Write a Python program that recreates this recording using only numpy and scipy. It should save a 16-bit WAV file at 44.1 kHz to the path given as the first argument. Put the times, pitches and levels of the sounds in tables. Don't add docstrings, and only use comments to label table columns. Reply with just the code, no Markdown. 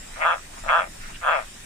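import sys
import numpy as np
from scipy import signal
from scipy.fft import rfft, irfft, next_fast_len
from scipy.io import wavfile
from scipy.ndimage import uniform_filter1d, map_coordinates

SR = 44100
rng = np.random.default_rng(int(sys.argv[2]) if len(sys.argv) > 2 else 0)


def nominal_scale(level):
    x = np.asarray(level, float) / 20
    return 10 ** x


def unload_wav(signal):
    wavfile.write(
        sys.argv[1],
        SR,
        np.round(np.clip(np.atleast_2d(signal).T, -1, 1) * 32767).astype(np.int16),
    )


N = 72765


def unit(x):
    return x / np.sqrt(np.mean(x ** 2) + 1e-20)


def along(points, hz):
    f, v = np.transpose(points)
    return np.interp(np.log(hz + 1), np.log(f + 1), v)


def wobble(rate_hz):
    knots = rng.standard_normal(int(N * rate_hz / SR) + 4)
    return map_coordinates(knots, [np.arange(N) * rate_hz / SR])


def swell(start_s, length_s):
    return np.sin(np.pi * np.clip((np.arange(N) / SR - start_s) / length_s, 0, 1)) ** 2


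def filtered(x, response):
    m = next_fast_len(N + SR // 2)
    return irfft(rfft(x, m) * response(np.fft.rfftfreq(m, 1 / SR)), m)[..., :N]


def ring(f, hz, width_hz):
    return 1j * f * width_hz / (hz * hz - f * f + 1j * f * width_hz)


def throat_clicks():
    # t/s, rate/(clicks per s)
    click_rates = [
        [(.1622, 118), (.2046, 151), (.2134, 135), (.2234, 199), (.2435, 123), (.2612, 171), (.3313, 172),
         (.3419, 123), (.395, 65)],
        [(.6388, 113), (.6591, 126), (.7115, 184), (.717, 116), (.7593, 172), (.798, 164), (.801, 93),
         (.8511, 85), (.875, 116)],
        [(1.2147, 170), (1.247, 175), (1.2565, 125), (1.271, 128), (1.284, 190), (1.31, 135), (1.326, 174),
         (1.36, 142), (1.45, 90)],
    ]
    # t/s, click peak/dB, squeak/dB, boom/dB
    efforts = [
        [(.16, -34, -18, -1), (.19, -36, -20, 11.5), (.21, -27, -3, 9.5), (.222, -21, 4.5, 3),
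         (.25, -12.5, -9.5, -2.5), (.275, -10.5, -49, -6.5), (.335, -15.5, -10.5, 0.5), (.343, -21.5, -21, 7.5),
         (.4, -40, -23, -2)],
        [(.638, -38.5, -24, 7.5), (.672, -26.5, -16, 9), (.69, -17.5, -1, -9), (.698, -13.5, -9.5, 3),
         (.725, -9.5, -31, -3.5), (.798, -13.5, -28, -1.5), (.806, -14.5, -12, 5.5), (.84, -28, 0, 6),
         (.88, -46.5, -6, 13.5)],
        [(1.21, -40, -5, -2), (1.228, -28, -8, 2.5), (1.238, -21, -25, -3.5), (1.28, -11, -28, 0),
         (1.33, -13.5, -9.5, 0.5), (1.36, -18.5, -6.5, 8), (1.398, -23.5, -10, 8.5), (1.406, -27.5, -4, 1.5),
         (1.455, -44.5, -6, 8)],
    ]
    jitter_s, size_db, colour_db, lead_s = .0001, .5, .8, .0014
    peak_db, high_grows = -9, 1.05
    t = np.arange(N) / SR
    clicks = np.zeros((4, N))
    for rate, effort in zip(click_rates, efforts):
        rate_s, per_s = np.transpose(rate)
        span = t[(t >= rate_s[0]) & (t < rate_s[-1])]
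        turns = np.cumsum(np.interp(span, rate_s, per_s)) / SR
        luck = rng.standard_normal((60, 6))[:int(turns[-1]) + 1]
        when = np.interp(np.arange(len(luck)), turns, span) + jitter_s * luck[:, 0]
        effort_s, *controls = np.transpose(effort)
        level, squeak, boom = [np.interp(when, effort_s, c) for c in controls]
        below = level - peak_db
        below = below + size_db * luck[:, 1] * (1 - .07 * below)
        group_db = np.array([below + boom, below, high_grows * below, below + squeak])
        group_db = group_db + colour_db * luck[:, 2:].T
        clicks[:, np.round((when - lead_s) * SR).astype(int)] = nominal_scale(group_db)
    return clicks


def with_rasp(clicks):
    rasp, rasp_s, rasp_grows = .33, .0045, .75
    decay = np.exp(-np.arange(900) / SR / rasp_s)
    puff = signal.fftconvolve(clicks ** rasp_grows, decay[None], axes=1)[:, :N]
    gain = rasp / np.sqrt(rasp_s * SR / 2)
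    return clicks[:, None] + gain * puff[:, None] * rng.standard_normal((2, N))


def sac_response(modes, f):
    low_hz, high_hz, floor_hz, right_lag_s = 475, 2106, 450, .000367
    ratios = low_hz / (1j * f + 1e-9), 1j * f / high_hz
    edges = np.prod([1 / (1 + 2 * damping * r + r * r) for damping in (.38, .92) for r in ratios], axis=0)
    floor = 1 + (floor_hz / (f + 1)) ** 10
    lag = np.exp(-2j * np.pi * f * np.array([[0], [right_lag_s]]))
    rings = sum(np.array([[left], [right]]) * ring(f, hz, width) for hz, width, left, right in modes)
    return edges * lag / floor * rings


def frog():
    # f/Hz, width/Hz, left gain, right gain
    low_modes = [(672, 210, 1.3, 1.1), (807, 780, -.11, -.56)]
    mid_modes = [(1075, 170, -.36, .55), (1270, 296, -.96, 1.85), (1446, 213, -.41, -1.1),
                 (1710, 217, .8, -.5)]
    high_modes = [(2550, 163, -.85, .2), (3392, 309, -2.1, -.6), (3301, 262, 2.8, 1.2)]
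    squeak_modes = [(1880, 220, 1.3, 1.9), (2480, 320, -2, -1)]
    groups = low_modes, mid_modes, high_modes, squeak_modes
    ports = with_rasp(throat_clicks())
    return 11.14 * sum(filtered(x, lambda f: sac_response(modes, f)) for x, modes in zip(ports, groups))


def tail(x, t60_s):
    t = np.arange(SR // 4) / SR
    h = rng.standard_normal((2, len(t))) * nominal_scale(-60 * t / t60_s) * (1 - np.exp(-t / 0.0028))
    return signal.fftconvolve(x, h / np.linalg.norm(h[0]), axes=1)[:, :N]


def far_frog():
    # t/s, length/s, level/dB, centre f/Hz
    calls = [
        (0.074, 0.27, -40.5, 1740),
        (.51, 0.044, -44.5, 930),
        (0.554, 0.039, -40, 920),
        (0.964, 0.17, -43, 1620),
        (1.067, 0.067, -43, 970),
        (1.121, .05, -43, 2800),
        (1.55, 0.048, -61, 1740),
    ]
    rate_hz, width_hz, t60_s, size_db = 130, 800, .06, 2
    turns = np.cumsum(rate_hz * nominal_scale(1.1 * wobble(40))) / SR
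    clicks = np.diff(np.floor(turns), prepend=0) * nominal_scale(size_db * rng.standard_normal(N))
    voice = np.zeros(N)
    for start_s, length_s, db, hz in calls:
        note = unit(filtered(clicks, lambda f: ring(f, hz, width_hz) ** 2))
        voice += nominal_scale(db) * swell(start_s, length_s) * note
    return tail(voice[None], t60_s)


def rush(spectrum, patchy_db):
    # f/Hz, correlation
    likeness = [(60, 1), (90, 1), (130, 1), (290, 0.71), (640, -0.5), (1400, 0.45), (3000, -0.029),
                (15000, 0.023)]
    z = signal.stft(rng.standard_normal((2, N)), nperseg=512)[2]
    field = uniform_filter1d(rng.standard_normal(z.shape[1:]), size=6, axis=0)
    field = uniform_filter1d(field, size=10, axis=1)
    pair = signal.istft(z * nominal_scale(patchy_db * unit(field)), nperseg=512)[1][:, :N]

    def mid_side(hz):
        turn = np.arccos(np.clip(along(likeness, hz), -1, 1)) / 2
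        return nominal_scale(along(spectrum, hz)) * [np.cos(turn), np.sin(turn)]

    mid, side = filtered(pair, mid_side)
    return unit(np.array([mid + side, mid - side]))


def water_hiss():
    # f/Hz, level/(dB per Hz)
    hiss_spectrum = [(1470, -13), (2500, 2.5), (3930, -6.5), (5480, -0.5), (6380, -3), (7360, 1.5),
                     (9230, -1), (11000, -14), (15200, -14.5)]
    level_db = -45 + 0.29 * wobble(5.75) + 0.23 * wobble(15.6)
    return nominal_scale(level_db) * rush(hiss_spectrum, patchy_db=2.34)


def water_body():
    # f/Hz, level/(dB per Hz)
    body_spectrum = [(200, -6), (330, -2.5), (620, -0.5), (1100, -4.5), (1900, 1.5), (2700, -20),
                     (3900, -3), (6000, -120)]
    return nominal_scale(-48 + 1.2 * wobble(6)) * rush(body_spectrum, patchy_db=1.8)


def drips():
    # t/s, level/dB, f/Hz
    splashes = [
        (.52, -53, 4500),
        (.57, -51, 5500),
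        (.99, -50, 5500),
    ]
    out = np.zeros((2, N))
    for start_s, db, hz in splashes:
        splash = unit(filtered(rng.standard_normal((2, N)), lambda f: ring(f, hz, 4400) ** 2))
        out += nominal_scale(db) * swell(start_s, 0.062) * splash
    return out


def air_rumble():
    # t/s, strength/dB
    strength = [(0.0, -48.5), (0.054, -53.5), (0.082, -49), (0.316, -55.5), (0.568, -49), (0.698, -47),
                (0.766, -58), (0.79, -49), (1.006, -48), (1.396, -52.5), (1.616, -50.5), (1.65, -49)]
    # f/Hz, level/(dB per Hz)
    rumble_spectrum = [(9, -36), (18, 9.5), (40, -10.5), (60, -10.5), (110, -15), (250, -19), (400, -26),
                       (800, -120)]
    level_db = np.interp(np.arange(N) / SR, *np.transpose(strength)) + 7
    return nominal_scale(level_db) * rush(rumble_spectrum, patchy_db=0.5)


def ducking(voice):
    duck_db, from_db, smooth_s = -1, -41, 0.02
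    power = np.abs(uniform_filter1d(voice ** 2, size=900))
    power = uniform_filter1d(power, size=int(smooth_s * SR))
    return nominal_scale(duck_db * power / (power + nominal_scale(2 * from_db)))


def scene():
    near = frog()
    voice = near[:1]
    leaf = nominal_scale(-9) * tail(voice, t60_s=.03)
    room = nominal_scale(-15) * tail(voice, t60_s=.13)
    around = far_frog() + water_hiss() + water_body() + drips() + air_rumble()
    return near + leaf + room + ducking(voice[0]) * around


def low_pass(x):
    return signal.sosfilt(signal.butter(12, 16020, fs=SR, output="sos"), x)


def record(dry):
    top_hz = 15250
    mix = filtered(dry, lambda hz: hz < top_hz)
    return low_pass(mix)


dry = scene()
out = record(dry)
unload_wav(out)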